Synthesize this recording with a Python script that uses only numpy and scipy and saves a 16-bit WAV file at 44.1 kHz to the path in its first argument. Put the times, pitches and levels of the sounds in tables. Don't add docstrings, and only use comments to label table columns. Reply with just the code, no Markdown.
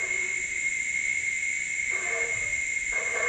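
import sys
import numpy as np
from scipy import signal
from scipy.fft import rfft, irfft, next_fast_len
from scipy.io import wavfile
from scipy.ndimage import map_coordinates

SR = 44100
rng = np.random.default_rng(int(sys.argv[2]) if len(sys.argv) > 2 else 0)


def boost(x):
    u = np.asarray(x, float) / 20
    return 10 ** u


def bounce(signal):
    frames = np.transpose(np.atleast_2d(signal))
    limited = np.clip(frames, -1, 1)
    pcm = np.round(limited * 32767).astype(np.int16)
    wavfile.write(sys.argv[1], SR, pcm)


N = 144648
LEAD_IN = SR


def unit(x):
    return x / np.sqrt(np.mean(x ** 2) + 1e-20)


def along(points, hz):
    f, v = np.transpose(points)
    return np.interp(np.log(hz + 1), np.log(f + 1), v)


def wobble(rate, size=N):
    at = np.arange(0, size + 32, 32)
    knots = rng.standard_normal(int(size * rate / SR) + 4)
    return np.interp(np.arange(size), at, map_coordinates(knots, [at * rate / SR]))


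def filtered(x, response):
    m = next_fast_len(len(x) + 8192)
    return irfft(rfft(x, m) * response(np.fft.rfftfreq(m, 1 / SR)), m)[:len(x)]


def peak(f, hz, width_hz):
    return (1j * f * width_hz / (hz * hz - f * f + 1j * f * width_hz)) ** 2


def hold(t, length, edge):
    ramp = np.clip(np.minimum(t, length + edge - t) / edge, 0, 1)
    return np.sin(np.pi / 2 * ramp) ** 2


def forest(x, wet_db):
    # frequency in Hz, time to fade by 60 dB in seconds.
    fade_times = [(300, 1.15), (1000, 1.25), (3000, 0.84)]
    hz, t, z = signal.stft(rng.standard_normal(SR), SR, nperseg=256)
    fading = z * boost(-60 * t / along(fade_times, hz)[:, None])
    tail = signal.istft(fading, SR, nperseg=256)[1]
    return x + boost(wet_db) * signal.fftconvolve(x, tail / np.linalg.norm(tail))[:len(x)]


def roars():
    # start in seconds, length in seconds, level in dB, throat size ratio, brightness in dB.
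    roar_calls = [(-.15, 0.2, -45, .99, -2), (0.063, 0.15, -52, 0.99, 1), (.18, 0.14, -58, 0.87, 0.5),
                  (1.894, .11, -43.5, 1, -2), (1.996, 0.11, -46.5, 1.0, 1), (2.09, .15, -41, 1.0, -3.5),
                  (2.252, 0.089, -50, 1.0, -7), (2.905, 0.097, -39.5, 1.0, -2.3),
                  (3.02, 0.15, -43, 1.0, -6.5), (3.13, 0.13, -37, .99, 1), (3.22, .08, -48.5, .92, -1.5)]
    # frequency in Hz, width in Hz, level in dB.
    throat_peaks = [(477, 100, -8.5), (579, 62, -7), (657, 70, -4.5), (812, 100, -20.5), (1055, 55, -5.5),
                    (1160, 45, -3.5), (1283, 80, -12), (1610, 130, -4), (1770, 120, -2.5)]
    growl_per_s, growl_scatter = 75, .35
    breathy, leak_db, edge_s = .7, -7.5, .03
    out, t = np.zeros(N + 2 * SR), np.arange(SR // 2) / SR
    size = len(t)
    for s, length, db, ratio, bright_db in roar_calls:
        cycle = np.cumsum(growl_per_s * np.exp(growl_scatter * wobble(50, size=size))) / SR
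        bursts = np.diff(np.floor(cycle), prepend=0)
        pulses = unit(bursts * boost(7.1 * wobble(55, size=size)))
        breath = unit(rng.standard_normal(size) * np.exp(-2.5 * (cycle % 1)))
        source = (1 - breathy) * pulses + breathy * breath
        throat = lambda f: sum(
            boost(g + bright_db * (c > 900)) * peak(f, c * ratio, w) for c, w, g in throat_peaks)
        gain = boost(db) / np.std(filtered(source, throat))
        shape = hold(t, length, edge_s)
        rasp = unit(filtered(rng.standard_normal(size), lambda f: peak(f, 800, 1400)))
        call = gain * filtered(source * shape, throat) + boost(db + leak_db) * rasp * shape
        out[LEAD_IN + round(s * SR):][:size] += call
    return forest(out, wet_db=-4.5)[LEAD_IN:LEAD_IN + N]


def hoots():
    # start in seconds, length in seconds, pitch in Hz, level in dB, hoarseness from 0 to 1.
    sung_notes = [(0.015, 0.057, 373.7, -45.5, 0.16), (.095, 0.064, 371.3, -45.5, 0.14),
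                  (.165, 0.072, 378.2, -52, 0.12), (0.213, .1, 369.5, -44.5, 0.12),
                  (0.316, 0.048, 370, -52.5, 0.13), (0.366, 0.036, 368, -51, 0.05),
                  (.54, 0.076, 372, -58.5, .1), (1.915, 0.068, 372, -43.5, 0.22),
                  (2.005, 0.05, 371, -44, 0.2), (2.045, 0.049, 700, -44, 0.1),
                  (2.095, .2, 465.8, -39, 0.09), (2.13, 0.072, 666, -41.5, 0.43),
                  (2.31, .14, 1242, -61.5, 0.7), (2.39, 0.12, 601, -52.5, 0.32),
                  (2.94, 0.085, 506.3, -49, 0.93), (2.96, 0.0686, 640, -46.5, 0.65),
                  (3.11, 0.099, 474, -41, 0.25), (3.15, 0.08, 641.6, -41, 0.48),
                  (3.215, 0.098, 482.4, -34.5, .08), (2.045, .05, 1770, -43.5, .5),
                  (2.171, .06, 1790, -45.5, .6), (2.943, 0.056, 1630, -45, .6),
                  (3.175, .07, 1755, -38.5, 0.56)]
    waver_hz, flutter_db, sag_per_s = 33.5, 7.5, .067
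    edge_s, fade_db_per_s = .025, 18
    out, t = np.zeros(N + 2 * SR), np.arange(SR // 2) / SR
    size = len(t)
    for s, length, hz, db, hoarse in sung_notes:
        pitch = hz * (1 - hoarse * sag_per_s * t) + hoarse * waver_hz * wobble(70, size=size)
        turn = 2 * np.pi * np.cumsum(pitch) / SR
        level_db = db + 0.9 - fade_db_per_s * t + hoarse * flutter_db * wobble(50, size=size)
        level = boost(level_db) * hold(t, length, edge_s)
        out[LEAD_IN + round(s * SR):][:size] += np.sqrt(2) * level * np.sin(turn)
    return forest(out, wet_db=-7.5)[LEAD_IN:LEAD_IN + N]


def clicks(rate, count=26):
    # multiple of the click rate, width in Hz, level in dB.
    tymbal_peaks = [(8, 97, -34), (9, 44, -24), (10, 54, -20), (11, 112, -3.9), (12, 98, -29.5),
                    (13, 100, -20.5), (14.6, 300, -28.5), (17.5, 360, -33), (20, 210, -32)]
    shake = 0.29
    size = len(rate)
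    half = np.pi * (np.cumsum(rate) / SR + rng.random())
    half = half + shake / count * wobble(300, size=size)
    train = np.sin((2 * count + 1) * half) / (np.sin(half) + 1e-9)
    body = lambda f: sum(boost(g) * peak(f, c * rate.mean(), w) for c, w, g in tymbal_peaks)
    return unit(filtered(train, body))


def cicadas():
    # time in seconds, frequency in Hz, level in dB.
    nearest = [(0, 2224, -48.5), (0.128, 2209, -34.5), (.6, 2215, -41), (.77, 2208, -43),
               (1.002, 2218, -35.5), (1.501, 2232, -38), (1.85, 2223, -37), (2.099, 2231, -35),
               (2.4, 2238, -43), (2.75, 2219, -43.5), (3.28, 2217, -39.5)]
    # clicks per second, wander in clicks per second, level in dB.
    chorus = [(189.44, .9, -40), (190.9, .9, -40.5), (192.3, 1.116, -44), (193, 1.1, -43),
              (194.2, 0.8055, -41.5), (195.45, 0.5933, -38.5), (195.54, 0.6955, -40.5), (196.7, .8, -41),
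              (204.7, 1.2, -49.5), (205.1, 1.2, -55.5), (187.4, 1.3, -56)]
    swell_db = 0.5
    size = N + LEAD_IN
    s, hz, db = np.transpose(nearest)
    t = np.arange(size) / SR - 1
    level = boost(np.interp(t, s, db) - .6 + 1.4 * wobble(12, size=size))
    out = level * clicks(np.interp(t, s, hz) / 11 + .25 * wobble(14, size=size))
    for rate, wander, db in chorus:
        level = boost(db + swell_db * wobble(12, size=size))
        out += level * clicks(rate + wander * wobble(16, size=size))
    return forest(out, wet_db=-6.5)[LEAD_IN:]


def swarms():
    # middle frequency in Hz, width in Hz, level in dB.
    hiss_bands = [(5690, 460, -60.5), (6302, 440, -50.5), (7254, 480, -39.5), (8040, 200, -61.5)]
    out = np.zeros(N)
    for hz, width, db in hiss_bands:
        band = filtered(rng.standard_normal(N), lambda f: np.exp(-((f - hz) / width) ** 2 * 1.52))
        out += boost(db + 0.4 * wobble(7.82) + 0.22 * wobble(1.7)) * unit(band)
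    return out


def crickets():
    # pitch in Hz, wander in Hz, level in dB.
    cricket_tones = [(8060, 14, -58), (8140, 10, -60), (8310, 14, -77), (4920, 18, -75)]
    out = np.zeros(N)
    for hz, wander_hz, db in cricket_tones:
        turn = 2 * np.pi * np.cumsum(hz + wander_hz * wobble(6) + 12 * wobble(60)) / SR
        level = boost(db + 2.2 * wobble(2) + 3 * wobble(40))
        out += level * np.sqrt(2) * np.sin(turn)
    return out


def moving_air():
    # frequency in Hz, level in dB.
    air_curve = [(12, -34.5), (20, 0), (62, -2), (92, -4.5), (232, -7), (508, -13.5), (565, -13),
                 (751, -18), (1400, -19), (1820, -40.5), (3080, -120)]
    rumble = unit(filtered(rng.standard_normal(N), lambda f: boost(along(air_curve, f))))
    return rumble * boost(-53.5 + 0.89 * wobble(3.7))


def leaves_and_electronics():
    # frequency in Hz, level in dB.
    hiss_curve = [(1200, -110), (1600, -71.5), (4800, -84), (8400, -94.5), (10500, -101), (13000, -103),
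                  (14700, -99), (15250, -108)]
    return boost(-53.5) * unit(filtered(rng.standard_normal(N), lambda f: boost(along(hiss_curve, f))))


def handling_thumps():
    # start in seconds, pitch in Hz, level in dB, time to fade by 60 dB in seconds.
    thuds = [
        (2.35, 109, -35.5, 0.3),
        (2.44, 112.5, -40, 0.41),
        (2.401, 42, -37, 0.18),
        (2.491, 40, -34.5, 0.26),
        (2.559, 49.6, -37, .15),
        (2.64, 38, -41, 0.2),
        (2.818, 45, -37, 0.14),
        (2.89, 38, -28, 0.15),
    ]
    out, t = np.zeros(N), np.arange(SR // 4) / SR
    for s, hz, db, t60 in thuds:
        level = boost(db - 60 * t / t60) * (1 - np.exp(-t / 0.016))
        shaky_time = t + 0.0016 * wobble(49, size=len(t))
        out[round(s * SR):][:len(t)] += level * np.sin(2 * np.pi * hz * shaky_time)
    return out


def scene():
    animals = roars() + hoots() + cicadas() + swarms() + crickets()
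    background = moving_air() + leaves_and_electronics() + handling_thumps()
    return (animals + background)[None]


def roll_off(x):
    return signal.sosfilt(signal.butter(12, 15290, fs=SR, output="sos"), x)


def record(dry):
    return roll_off(dry)


dry = scene()
out = record(dry)
bounce(out)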